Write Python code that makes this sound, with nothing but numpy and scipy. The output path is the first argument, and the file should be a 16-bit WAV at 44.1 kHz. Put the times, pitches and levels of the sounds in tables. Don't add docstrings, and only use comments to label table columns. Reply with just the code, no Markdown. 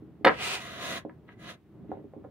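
import sys
import numpy as np
from scipy import signal
from scipy.fft import rfft, irfft
from scipy.io import wavfile
from scipy.ndimage import uniform_filter1d

SR = 44100
rng = np.random.default_rng(int(sys.argv[2]) if len(sys.argv) > 2 else 0)


def persist_wave(psi):
    counts = np.round(np.clip(psi, -1, 1) * 32767).astype(np.int16)
    wavfile.write(sys.argv[1], SR, np.atleast_2d(counts).T)


N = 101430

# time in seconds, level in dB, contact time (rise to peak force) in ms,
# pitch region of the struck spot in Hz.
BLOWS = [(0.021, -40.5, 1.6, 310), (0.21, -36.5, 1.1, 305), (0.2468, -6.5, 0.21, 866),
         (0.2501, -5, 0.19, 1600), (0.2538, -20.5, 0.2, 498), (0.2572, -14.5, 0.5, 900.7),
         (0.263, -4.5, 0.6, 764), (0.2685, -6, 0.21, 1290), (0.2707, -3, 0.089, 1230),
         (0.2727, -2.5, .35, 1260), (0.2791, -8, 0.19, 1216), (0.2837, -10.5, 0.29, 1290),
         (0.293, -8, .35, 1429), (0.2971, -24, 1.5, 795), (0.3173, -25, 0.44, 894),
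         (1.0501, -25.5, 0.63, 450), (1.059, -37.5, 0.47, 500), (1.066, -46.5, 0.77, 400),
         (1.0958, -36.5, 0.32, 1080), (1.2906, -38, 0.44, 1800), (1.754, -47, 1.35, 490),
         (1.799, -40, 2.05, 196.2), (1.845, -42, 1.6, 500), (1.893, -31, 0.74, 270),
         (1.9164, -23, 0.48, 622), (1.93, -44, 0.75, 605), (1.971, -34.5, 0.54, 444),
         (1.994, -38, 0.66, 371), (2.042, -35, 1.02, 318), (2.065, -48.5, 2.8, 254),
         (2.136, -37.5, 0.46, 683.4), (2.1638, -33.5, 1.1, 316), (2.2415, -40, 0.72, 870),
         (2.248, -34, 0.48, 632), (2.265, -43, 1.2, 410)]
MODE_SCATTER_DB, PITCH_SCATTER, KNOCK_TOP_HZ = 2.5, .012, 4200
LIGHT_BELOW_DB, LIGHT_DB_PER_OCT2, FIRM_DB_PER_OCT2 = -21, 11, 6.5
TICK_AT_S, TICK_DB, TICK_HZ, TICK_DECAY_S = .2495, -30, 12030, .0025

def knocks():
    out, t = np.zeros(N + SR), np.arange(512) / SR
    mode_hz = np.array(TABLE_MODES)[:, 0]
    chance = rng.standard_normal((len(BLOWS), 2, len(TABLE_MODES)))
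    for (s, db, contact_ms, spot_hz), (scatter, detune) in zip(BLOWS, chance):
        since = t - s * SR % 1 / SR
        force = np.exp(-((since / (contact_ms / 1000) - 1) * 3) ** 2)
        falloff = LIGHT_DB_PER_OCT2 if db < LIGHT_BELOW_DB else FIRM_DB_PER_OCT2
        spot_db = MODE_SCATTER_DB * scatter - falloff * np.log2(mode_hz / spot_hz) ** 2
        blow = signal.fftconvolve(table_ring(spot_db, PITCH_SCATTER * detune, damping=1.0), force)
        i = int(s * SR - contact_ms / 2000 * SR)
        out[i:i + len(blow)] -= undb(db) * blow / np.abs(blow).max()
    out = signal.sosfilt(butter(6, KNOCK_TOP_HZ), out)
    tick = rng.standard_normal(len(t)) + np.sin(2 * np.pi * TICK_HZ * t)
    i = int(TICK_AT_S * SR)
    out[i:i + len(t)] += undb(TICK_DB) * tick * np.exp(-t / TICK_DECAY_S)
    return out[:N]


# frequency in Hz, relative level in dB.
TABLE_MODES = [(135, -6), (190, -7), (245, -5), (315, 1), (395, -1), (506, -8), (550, 0), (636, -3),
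               (730, -1), (800, -5), (997, -3), (1255, 1), (1355, -2), (1650, 8), (1970, 10), (2430, -2),
               (2800, -5)]
RING_CYCLES, RING_REFERENCE_HZ, DAMPING_TILT, SWELL_CYCLES = 24, 315, .15, .5

def table_ring(gain_db, detune, damping):
    hz, db = np.array(TABLE_MODES).T[:, :, None]
    cycles = hz * (1 + detune[:, None]) * np.arange(SR // 6) / SR
    loss = damping / RING_CYCLES * (hz / RING_REFERENCE_HZ) ** DAMPING_TILT
    fade = np.exp(-np.log(1000) * loss * cycles)
    swell = 1 - np.exp(-cycles / SWELL_CYCLES)
    return np.sum(undb(db + gain_db[:, None]) * fade * swell * np.sin(2 * np.pi * cycles), 0)


# frequency in Hz, relative level in dB.
TOOL_MODES = [(2960, 1), (3570, 1), (4210, -2.5), (4620, -11)]
# start in seconds, level in dB.
TOOL_BOUNCES = [(0.2473, -20.5), (.2503, -17), (0.2612, -23.5), (0.2712, -22), (.279, -23.5),
                (.2853, -26.5)]
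TOOL_ATTACK_S, TOOL_T60_S = .0003, .014

def dropped_tool():
    out, t = np.zeros(N), np.arange(1024) / SR
    hz, db = np.array(TOOL_MODES).T[:, :, None]
    envelope = (1 - np.exp(-t / TOOL_ATTACK_S)) * np.exp(-np.log(1000) * t / TOOL_T60_S)
    for s, level_db in TOOL_BOUNCES:
        strength = undb(db + MODE_SCATTER_DB * rng.standard_normal(db.shape))
        clink = envelope * np.sum(strength * np.sin(2 * np.pi * hz * t), 0)
        i = int(s * SR)
        out[i:i + len(t)] += undb(level_db) * clink / np.abs(clink).max()
    return out


# time in seconds, level in dB, then the treble and the
# table's ring in dB relative to that level.
STROKE_LEVELS = [
    [(.25, -40, -4.5, 17), (.3, -45, -18, -14.5), (.368, -47.5, -14, -2), (.41, -36, -12.5, -9),
     (.446, -35, -6, -10), (.55, -33.5, -8.5, -13.5), (.6, -45.5, -8.5, -6)],
    [(.6, -45, -6.5, -6.5), (.68, -47, -9.5, -5), (.792, -44, -12, -8.5), (.852, -40, -7, -7.5),
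     (.938, -40, -7.5, -3), (.98, -40.5, -10.5, -8), (1.0, -56, -6, -13), (1.04, -86, -3.5, 2.5)],
    [(1.265, -81, -21.5, -9), (1.29, -62.5, -22, 7), (1.33, -68, -13, 3), (1.361, -88, -10, 7),
     (1.4, -61, -6, 1.5), (1.46, -49.5, -14, -9.5), (1.507, -44.5, -10, -5), (1.549, -60.5, -8.5, -9),
     (1.59, -111.5, -6, -13)],
    [(1.88, -81, -26, 4), (1.92, -69.5, -9.5, 0), (1.976, -81, -19, 5), (2.01, -86.5, -4, 11)],
]
# frequency in Hz, relative spectral density in dB.
FIRST_BODY = [(100, -33), (150, -5.5), (235, -24), (391, 3), (456, -8.5), (713, -4), (1430, -4.5),
              (1670, -12.5), (2530, 2.5), (6000, -12), (7800, -52)]
FIRST_TREBLE = [(4000, 0.5), (5570, -6), (6720, -7), (9300, -10.5), (10300, -13), (11300, -24),
                (13400, -18.5), (15600, -21.5)]
LATER_BODY = [(88, -39.5), (150, -5), (524, -6), (691, 3), (807, -19), (1050, -3.5), (1360, -5.5),
              (1910, -10), (3890, -3.5), (4470, -12.5), (6000, -11.5), (7800, -39.5)]
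LATER_TREBLE = [(4000, 0.5), (5200, -12.5), (6300, -5.5), (7100, -9.5), (8350, -17.5), (9790, -10.5),
                (11600, -22.5), (13600, -19), (15600, -20.5)]
TREBLE_SPLIT_HZ, FLUTTER_DB, RUB_DAMPING = 4600, 1.2, 0.68

def strokes():
    t, out = np.arange(N) / SR, np.zeros((3, N))
    split, midband = butter(3, TREBLE_SPLIT_HZ), butter(4, [1000, 4000], "band")
    flat = np.zeros(len(TABLE_MODES))
    response = table_ring(gain_db=flat, detune=flat, damping=RUB_DAMPING)

    def unit_midband(x):
        return x / np.std(signal.sosfilt(midband, x))

    for n, rows in enumerate(STROKE_LEVELS):
        body_colour, treble_colour = (LATER_BODY, LATER_TREBLE) if n else (FIRST_BODY, FIRST_TREBLE)
        s, db, treble_db, ring_db = np.array(rows).T
        level_db = np.interp(t, s, db, left=-200, right=-200) + FLUTTER_DB * flicker(per_s=45)
        gain = uniform_filter1d(undb(level_db), 400)
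        treble_gain, ring_gain = undb(np.interp(t, s, treble_db)), undb(np.interp(t, s, ring_db))
        for part in out:
            catches = grit()
            body = signal.sosfiltfilt(split, unit_midband(colour(catches, body_colour)))
            treble = unit_rms(colour(catches - signal.sosfiltfilt(split, catches), treble_colour))
            wood = unit_midband(signal.fftconvolve(np.gradient(catches), response)[:N])
            part += gain * (body + treble_gain * treble + ring_gain * wood)
    return out


def grit(catches_per_s=14000, spread_db=0.7):
    caught = rng.random(N) < catches_per_s / SR
    return unit_rms(caught * rng.standard_normal(N) * undb(spread_db * rng.exponential(size=N)))


# frequency in Hz, relative spectral density in dB.
RUMBLE_SPECTRUM = [(25, -48.5), (70, -6.5), (174, -2.5), (221, -7), (282, -11.5), (323, -3.5), (350, -14.5),
                   (379, -9), (497, -20), (3640, -45), (4900, -52), (15600, -65)]
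HISS_SPECTRUM = [(2000, -11), (5000, -21.5), (8000, -11), (12000, -5.5), (15500, -3)]
# time in seconds, level in dB.
RUMBLE_COURSE = [(0.0, -51.5), (0.22, -50.5), (0.4, -45.5), (0.611, -52.5), (0.94, -49.5), (1.1, -56.5),
                 (1.38, -50), (1.531, -56.5), (1.631, -59.5), (1.788, -53.5), (1.99, -52), (2.3, -54)]
RUMBLE_SIDE_CUT, RUMBLE_SIDE_HZ, RUMBLE_FLICKER_DB = .76, 2500, 2.5
RUMBLE_SPLIT_HZ, RUMBLE_UPPER_GAIN_DB, HISS_DB = 1500, -55.5, -84.5

def rumble():
    mid, side = (colour(rng.standard_normal(N), RUMBLE_SPECTRUM) for _ in range(2))
    side = side - RUMBLE_SIDE_CUT * signal.sosfiltfilt(butter(1, RUMBLE_SIDE_HZ), side)
    both = np.array([mid + side, mid - side]) / np.std(mid)
    low = signal.sosfiltfilt(butter(2, RUMBLE_SPLIT_HZ), both)
    hiss = undb(HISS_DB) * unit_rms(colour(rng.standard_normal((2, N)), HISS_SPECTRUM))
    s, db = np.array(RUMBLE_COURSE).T
    low_db = np.interp(np.arange(N) / SR, s, db) + RUMBLE_FLICKER_DB * flicker(per_s=11)
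    return low * undb(low_db) + (both - low) * undb(RUMBLE_UPPER_GAIN_DB) + hiss


ROOM_DB, ROOM_SIDE_DB, ROOM_T60_S, ROOM_GAP_S, ROOM_DULL_HZ = -15, -2, 0.16, 0.002874, 2200

def room(x):
    t = np.arange(SR // 3) / SR
    tail = rng.standard_normal((2, len(t))) * np.exp(-np.log(1000) * t / ROOM_T60_S) * (t > ROOM_GAP_S)
    tail = signal.sosfilt(butter(2, ROOM_DULL_HZ), tail)
    mid, side = tail / np.sqrt(np.sum(tail ** 2, 1, keepdims=True))
    side = undb(ROOM_SIDE_DB) * side
    return undb(ROOM_DB) * signal.fftconvolve(x[None], [mid + side, mid - side], axes=1)[:, :N]


# frequency in Hz, left minus right in dB.
PORT_BALANCE = [(60, 10.5), (110, -14), (200, -4.5), (380, -5), (700, -1.5), (1290, -0.5), (2380, -1),
                (4400, -2.5), (8120, 1.5), (15000, -2)]

def ports(x, left_late_s):
    hz = np.fft.rfftfreq(N, 1 / SR)
    half_difference = undb(on_log(PORT_BALANCE, hz) / 2) * np.exp(-1j * np.pi * hz * left_late_s)
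    return irfft(rfft(x) * np.array([half_difference, 1 / half_difference]), N)


# frequency in Hz, fraction of the power they share.
RUB_SHARED_POWER = [(200, .75), (1400, .7), (3000, .45), (6000, .3), (15000, .2)]

def rubbing_at_ports(shared, left, right):
    share = on_log(RUB_SHARED_POWER, np.fft.rfftfreq(N, 1 / SR))
    coherent = ports(irfft(rfft(shared) * np.sqrt(share), N), left_late_s=.00009)
    return coherent + irfft(rfft([left, right]) * np.sqrt(1 - share), N)


def undb(db):
    return 10 ** (np.asarray(db) / 20)


def unit_rms(x):
    return x / np.sqrt(np.mean(x ** 2))


def butter(order, hz, kind="low"):
    return signal.butter(order, hz, kind, fs=SR, output="sos")


def on_log(table, hz):
    table = np.array(table, float)
    return np.interp(np.log(hz + 1), np.log(table[:, 0]), table[:, 1])


def colour(x, table):
    return irfft(rfft(x) * undb(on_log(table, np.fft.rfftfreq(N, 1 / SR))), N)


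def flicker(per_s):
    hold = int(SR / per_s)
    steps = np.repeat(rng.standard_normal(N // hold + 1), hold)
    return uniform_filter1d(uniform_filter1d(steps, hold), hold)[:N]


BASS_CUT_HZ, RUB_TO_ROOM_DB = 197, -4

def scene():
    shared, left, right = strokes()
    impacts = signal.sosfilt(butter(2, BASS_CUT_HZ, "high"), knocks() + dropped_tool())
    direct = ports(impacts, left_late_s=.00004) + rubbing_at_ports(shared, left, right)
    return direct + room(impacts + undb(RUB_TO_ROOM_DB) * shared) + rumble()


HEADROOM, TOP_HZ = .92, 15700

def record(dry):
    soft = dry / (1 + np.abs(dry / HEADROOM) ** 4) ** .25
    return signal.sosfilt(signal.ellip(12, .2, 90, TOP_HZ, fs=SR, output="sos"), soft)


dry = scene()
out = record(dry)
persist_wave(out)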